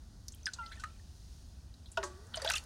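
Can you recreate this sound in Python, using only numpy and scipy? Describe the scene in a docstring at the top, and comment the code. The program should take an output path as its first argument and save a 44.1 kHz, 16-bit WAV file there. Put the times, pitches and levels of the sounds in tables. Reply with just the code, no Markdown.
"""A low outdoor rumble and a faint hiss, then plinks as a metal bottle is dipped into a rock pool.
Drops slap the surface, trapped bubbles ring as damped oscillators and moving water stirs resonances.
The bottle is held under; its mouth gulps twice, exciting its modes, and air hums in its neck.
As it is lifted out, water sloshes and spatters and a hollow closes with a rising tone.
The rocks give a short echo."""
import sys
import numpy as np
from scipy import signal
from scipy.fft import rfft, irfft
from scipy.io import wavfile
from scipy.ndimage import uniform_filter1d

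SR = 44100
rng = np.random.default_rng(int(sys.argv[2]) if len(sys.argv) > 2 else 0)


def output_pcm(signal):
    """Save a mono or channel-first signal as 16-bit PCM at the path in sys.argv[1].

    Samples are clipped to [-1, 1] before scaling.
    """
    pcm = np.clip(np.atleast_2d(signal).T, -1, 1) * 32767
    wavfile.write(sys.argv[1], SR, np.round(pcm).astype(np.int16))


N = 116865


def undb(db):
    """Decibels to amplitude ratio."""
    return 10 ** (np.asarray(db) / 20)


def add(out, start, sound):
    """Superposition: a sound adds to the mix from its start time."""
    i = int(np.clip(start * SR, 0, N - 1))
    out[i:i + len(sound)] += sound[:N - i]


def envelope(attack_s, t60):
    """Time axis and envelope of a quick rise and an exponential decay, 60 dB in t60 seconds."""
    t = np.arange(int(t60 * SR) + 64) / SR
    return t, (1 - np.exp(-t / attack_s)) * np.exp(-np.log(1000) * t / t60)


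def noise(colour, size):
    """Spectral shaping: noise of unit variance, weighted by colour(frequency) in dB."""
    hz = np.maximum(np.arange(size // 2 + 1) * SR / size, 1)
    shaped = irfft(rfft(rng.standard_normal(size)) * undb(colour(hz)), size)
    return shaped / np.std(shaped)


def ring(hz, t60, bend=0, settle_s=0.0298):
    """A damped oscillator whose frequency shifts by the fraction bend; long rings rise more slowly."""
    t, env = envelope(0.024 * t60, t60)
    pitch = hz * (1 + bend * (1 - np.exp(-t / settle_s)))
    return env * np.sin(2 * np.pi * np.cumsum(pitch) / SR)


def waver(per_s=105):
    """Random modulation: twice-averaged noise gives a quick wobble of unit variance."""
    size = int(SR / per_s)
    smooth = uniform_filter1d(uniform_filter1d(rng.standard_normal(N), size), size)
    return smooth / np.std(smooth)


def bubble_cloud(curve, per_s, low_hz, high_hz, cycles, scatter_db=3):
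    """Incoherent sum of random bubbles along a level curve, each dying away in `cycles` periods."""
    out = np.zeros(N)
    times, levels = np.array(curve).T
    draws = rng.random((int(per_s * np.ptp(times)), 4))
    for k, (jitter, height, strength, bend) in enumerate(draws):
        start = times.min() + (k + jitter) / per_s
        hz = low_hz * (high_hz / low_hz) ** height
        scatter = -np.log(max(1 - strength, .05)) - 1  # a few bubbles stand out
        db = np.interp(start, times, levels) + scatter_db * scatter
        add(out, start, undb(db) * ring(hz, cycles / hz, 0.75 * (bend - .5)))
    return out


def cavity(curve, waver_share=0.0248, waver_db=3):
    """Cavity resonance: an air pocket's pitch follows its size and trembles with the water."""
    t = np.arange(N) / SR
    times, hz, db = np.array(curve).T
    sounding = (t > times[0]) & (t < times[-1])
    pitch = np.interp(t, times, hz) * (1 + waver_share * waver())
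    gain = undb(np.interp(t, times, db) + waver_db * waver())
    return sounding * gain * np.sin(2 * np.pi * np.cumsum(pitch) / SR)


def outdoors(rumble_db=-51.5, hiss_db=-67, crossover_hz=1500):
    """Ambient noise of the open air: one spectrum split into steady rumble and slowly swelling hiss."""
    # background spectrum before the split (frequency [Hz], relative density [dB])
    air = [(22, -14.5), (48, -2), (70, .5), (128, -15.5), (229, -19), (480, -35), (700, -33.5),
           (1200, -40.5), (1600, -38.5), (2300, -44.5), (4500, -32), (6700, -34), (7500, -41.5),
           (9800, -38), (10600, -47), (16000, -50)]
    # swell of the hiss (time [s], relative level [dB])
    swell = [(0, -2.5), (.9, -0.5), (1.35, 2), (1.7, -3.5), (2.65, 4.5)]
    hz, db = np.array(air).T
    colour = lambda f: np.interp(np.log(f), np.log(hz), db)
    rolloff = lambda ratio: 10 * np.log10(1 + ratio ** 4)
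    rumble = noise(lambda f: colour(f) - rolloff(f / crossover_hz) - rolloff(18 / f), N)
    hiss = noise(lambda f: colour(f) - rolloff(crossover_hz / f), N)
    swell_db = np.interp(np.arange(N) / SR, *np.array(swell).T)
    return undb(rumble_db) * rumble + undb(hiss_db + swell_db) * hiss


def slaps(gain_db=-1, attack_s=0.0008, skirt_db=-26, top_hz=11130):
    """Impact noise: water striking water radiates short band-limited bursts, soft at the very top."""
    # surface impacts (time [s], relative level [dB], centre [Hz], half-width [octaves], t60 [s])
    impacts = [ (0.2823, -37, 5150, 0.37, .03), (0.2821, -35.5, 12400, 0.46, 0.008),
               (0.32, -49, 7070, 0.27, 0.054), (0.347, -46, 12000, .4, 0.017),
               (0.457, -28.5, 5650, 0.23, 0.015), (0.463, -40.5, 8700, 0.17, 0.036),
               (.468, -31, 2550, 0.83, 0.024), (0.535, -36.5, 4350, 0.25, 0.037),
               (0.5347, -37.5, 6800, 0.28, 0.053), (.661, -41.5, 4120, 0.28, 0.032),
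               (0.719, -45.5, 3730, 0.19, 0.078), (0.719, -49.5, 1790, 0.31, 0.15),
               (0.796, -49.5, 4970, 0.72, 0.12), (0.8369, -40.5, 3300, 1.2, 0.033),
               (1.74, -52, 4360, 0.17, 0.026), (1.858, -52, 3750, 0.16, 0.077),
               (1.916, -49, 8300, 0.3, 0.07), (1.9731, -34, 2830, 0.19, 0.041),
               (1.972, -36, 4350, 0.48, 0.044), (2.029, -38.5, 2700, 0.98, 0.056),
               (2.036, -37.5, 6480, 0.13, 0.059), (2.035, -44.5, 5850, 0.57, 0.2),
               (2.268, -53.5, 8300, 0.26, 0.018), (2.338, -43.5, 3580, 0.25, 0.16),
               (2.358, -42, 4760, 0.83, 0.05), (2.37, -38.5, 2760, 1.2, 0.03),
               (2.396, -46, 4200, .6, 0.028), (2.418, -36.5, 6140, 0.63, 0.03),
               (2.446, -32, 3900, 0.49, 0.046), (2.446, -40, 11600, 0.27, 0.018),
               (2.462, -40, 5170, 0.74, 0.035), (2.477, -32, 3770, .35, 0.017),
               (2.488, -30.5, 4460, 0.32, 0.047), (2.4996, -26, 5000, 1.5, 0.026),
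               (2.506, -20.5, 2380, .6, 0.012), (2.515, -33.5, 6000, 1.1, 0.029),
               (2.536, -24, 4080, 1, 0.016), (2.553, -39.5, 7400, 0.55, 0.12),
               (2.5695, -34, 6500, 1.9, 0.022), (2.579, -32, 5400, 0.55, 0.019),
               (2.6384, -38.5, 9000, 0.73, 0.0063)]
    out = np.zeros(N)
    top = lambda f: -10 * np.log10(1 + (f / top_hz) ** 10)
    for start, db, hz, octaves, t60 in impacts:
        band = lambda f: -10 * np.log10(1 + (np.log2(f / hz) / octaves) ** 6)
        spray = noise(lambda f: np.maximum(band(f), skirt_db) + top(f), 32768)
        _, env = envelope(attack_s, t60)
        add(out, start, undb(db + gain_db) * env * spray[:len(env)])
    return out


def rocks(direct, echo_s=.0046, echo_db=-14.5, tail_db=-15):
    """Reflection and scattering: the rocks add one close echo and a short diffuse tail."""
    _, env = envelope(attack_s=0.0028, t60=0.19)
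    tail = env * rng.standard_normal(N)[:len(env)]
    response = undb(tail_db) * tail / np.linalg.norm(tail)
    response[int(echo_s * SR)] += undb(echo_db)
    return direct + signal.fftconvolve(direct, response)[:N]


def fizz():
    """Small bubbles resonate at high frequencies, louder where the water is stirred."""
    # fine bubbles (time [s], typical bubble level [dB])
    levels = [(.3, -69.5), (.55, -61.5), (.8, -58), (1.05, -75.5), (1.9, -71.5), (2.06, -61), (2.3, -81),
              (2.38, -61.5), (2.5, -46.5), (2.575, -41), (2.605, -69)]
    return bubble_cloud(levels, per_s=1000, low_hz=2322, high_hz=9170, cycles=46.4)


def bubbles(gain_db=0.5):
    """Bubble resonance: trapped air is a spring, the water around it a mass, and each pair plinks."""
    # bubbles (time [s], starting frequency [Hz], relative level [dB], t60 [s], bend [fraction])
    plinks = [ (0.34, 3230, -49, 0.026, -0.27), (.432, 6150, -45.5, 0.012, -0.13),
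              (0.4576, 5060, -23, .013, -0.19), (.4618, 5040, -28, 0.021, 0.13),
              (.468, 1740, -25, 0.02, -0.21), (0.476, 1588, -31, 0.048, -0.13),
              (0.4869, 1480, -37.5, 0.032, -0.08), (0.488, 4280, -42.5, 0.014, -0.026),
              (0.5855, 1420, -33.5, 0.28, -0.059), (0.5856, 1020, -42.5, .15, -0.2),
              (.586, 2830, -53, 0.12, -0.055), (.629, 2020, -50, 0.15, 0.022),
              (0.7156, 1520, -42, 0.029, -0.055), (.719, 2070, -50, 0.051, 0.041),
              (.772, 1784, -49.5, 0.074, 0.061), (0.7963, 1460, -46, 0.069, 0.088),
              (0.8363, 1238, -31.5, 0.071, 0.029), (0.838, 1810, -32, 0.025, 0.056),
              (0.8436, 1460, -31.5, 0.011, 0.048), (0.849, 1324, -49, 0.21, 0.01),
              (0.9966, 1836, -55.5, 0.031, -0.046), (1.9728, 1422, -23, 0.05, 0.047),
              (1.9745, 980, -29.5, 0.071, -0.13), (1.975, 669, -26, 0.08, -0.057),
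              (2.3434, 3130, -28.5, 0.029, -0.17), (2.343, 1460, -33.5, 0.016, -0.1),
              (2.356, 8650, -34.5, 0.02, -0.043), (2.371, 664, -33.5, 0.072, -0.12),
              (2.3715, 6180, -34.5, 0.014, 0), (2.376, 4880, -32.5, 0.017, -0.028),
              (2.399, 1395, -39, 0.032, -0.12), (2.418, 1790, -37, 0.029, 0.01),
              (2.4202, 4650, -32.5, 0.021, -0.0078), (2.423, 547, -34.5, 0.086, -0.0065),
              (2.4471, 530, -29.5, 0.041, 0.057), (2.448, 880, -30.5, 0.038, -0.13),
              (2.46, 1526, -33, 0.043, 0.22), (2.4758, 3380, -21.5, 0.022, 0.1),
              (2.475, 3960, -24.5, 0.017, 0), (2.489, 1890, -35.5, 0.049, 0.05),
              (2.4991, 1536, -24, 0.033, -0.066), (2.5087, 1370, -28, 0.021, -0.066),
              (2.519, 5680, -25.5, 0.0086, 0.023), (2.521, 6230, -27, 0.013, -0.038),
              (2.539, 2653, -25, 0.03, -0.015), (2.54, 1248, -31.5, 0.047, -0.011),
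              (2.5551, 6780, -25.5, 0.0087, 0.034), (2.5585, 3550, -25, 0.012, -0.026),
              (2.5623, 2775, -24, 0.02, 0.031), (2.5671, 3080, -33, 0.044, 0),
              (2.581, 4360, -33, 0.015, -0.076)]
    out = np.zeros(N)
    for start, hz, db, t60, bend in plinks:
        add(out, start, undb(db + gain_db) * ring(hz, t60, bend))
    return out


def wash():
    """Random excitation: running water drives the hollow resonances in and around the bottle."""
    # resonances (frequency [Hz], width [Hz], relative level [dB])
    modes = [(566, 110, -0.5), (864, 270, -1), (1180, 42, 1), (1444, 220, 0), (1874, 71, 0)]
    # water washing round the bottle (time [s], level [dB])
    levels = [(.45, -77.5), (.56, -65.5), (.85, -68.5), (1.02, -81.5), (1.97, -78), (1.985, -53),
              (2.05, -55.5), (2.15, -66), (2.31, -65), (2.37, -52), (2.5, -50.5), (2.6, -62)]
    power = lambda f: sum(undb(db) ** 2 / (1 + ((f - hz) / width) ** 2) ** 2 for hz, width, db in modes)
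    gain = undb(np.interp(np.arange(N) / SR, *np.array(levels).T))
    return gain * noise(lambda f: 10 * np.log10(power(f)), N)


def neck_air():
    """The air pocket in the neck resonates with a low hum that fades after the gulps."""
    # tone of the pocket (time [s], frequency [Hz], level [dB])
    hum = [(1.972, 424, -49), (1.984, 410, -43.5), (2.02, 398, -47.5), (2.045, 373.6, -45),
           (2.11, 362, -55.5), (2.17, 377, -56.5), (2.245, 432, -67), (2.28, 453, -75)]
    return cavity(hum)


def bottle():
    """Free vibration: each gulp at the mouth excites the bottle's modes, which decay independently."""
    # gulps (time [s], gain [dB])
    gulps = [(1.976, -8.5), (2.030, 2.5)]
    # modes of the bottle (frequency [Hz], relative level [dB], t60 [s])
    modes = [(580, -43, 0.22), (863, -52, 0.27), (990, -40.5, 0.12), (1123, -37, 0.11), (1145, -55, .7),
             (1276, -38, 0.079), (1598, -43, 0.14), (1830, -38, 0.039)]
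    out = np.zeros(N)
    for start, gulp_db in gulps:
        for hz, db, t60 in modes:
            add(out, start, undb(db + gulp_db) * ring(hz, t60))
    return out


def spatter():
    """Water running off the lifted bottle into the pool excites quickly damped bubble resonances."""
    # spatter (time [s], typical bubble level [dB])
    levels = [(2.34, -55), (2.43, -49), (2.48, -41), (2.585, -43.5)]
    return bubble_cloud(levels, per_s=1300, low_hz=1396, high_hz=8000, cycles=22)


def hollow():
    """A shrinking cavity rises in resonant frequency: the water closes behind the bottle."""
    # tone of the hollow (time [s], frequency [Hz], level [dB])
    glide = [(2.45, 590, -58), (2.466, 640, -38.5), (2.49, 661, -43.5), (2.502, 803, -42),
             (2.512, 973, -35.5), (2.523, 1070, -77)]
    return cavity(glide)


def scene():
    """The sources superpose; all but the fizz and the background echo from the rocks."""
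    background = outdoors()
    water = bubbles() + slaps() + bottle() + neck_air() + hollow() + wash()
    fine_bubbles = fizz()
    return (rocks(water + spatter()) + fine_bubbles + background)[None]


def record(dry):
    """An elliptic low-pass filter removes the highest treble."""
    cutoff_hz = 15900
    return signal.sosfilt(signal.ellip(8, .2, 70, cutoff_hz, fs=SR, output="sos"), dry)


dry = scene()
out = record(dry)
output_pcm(out)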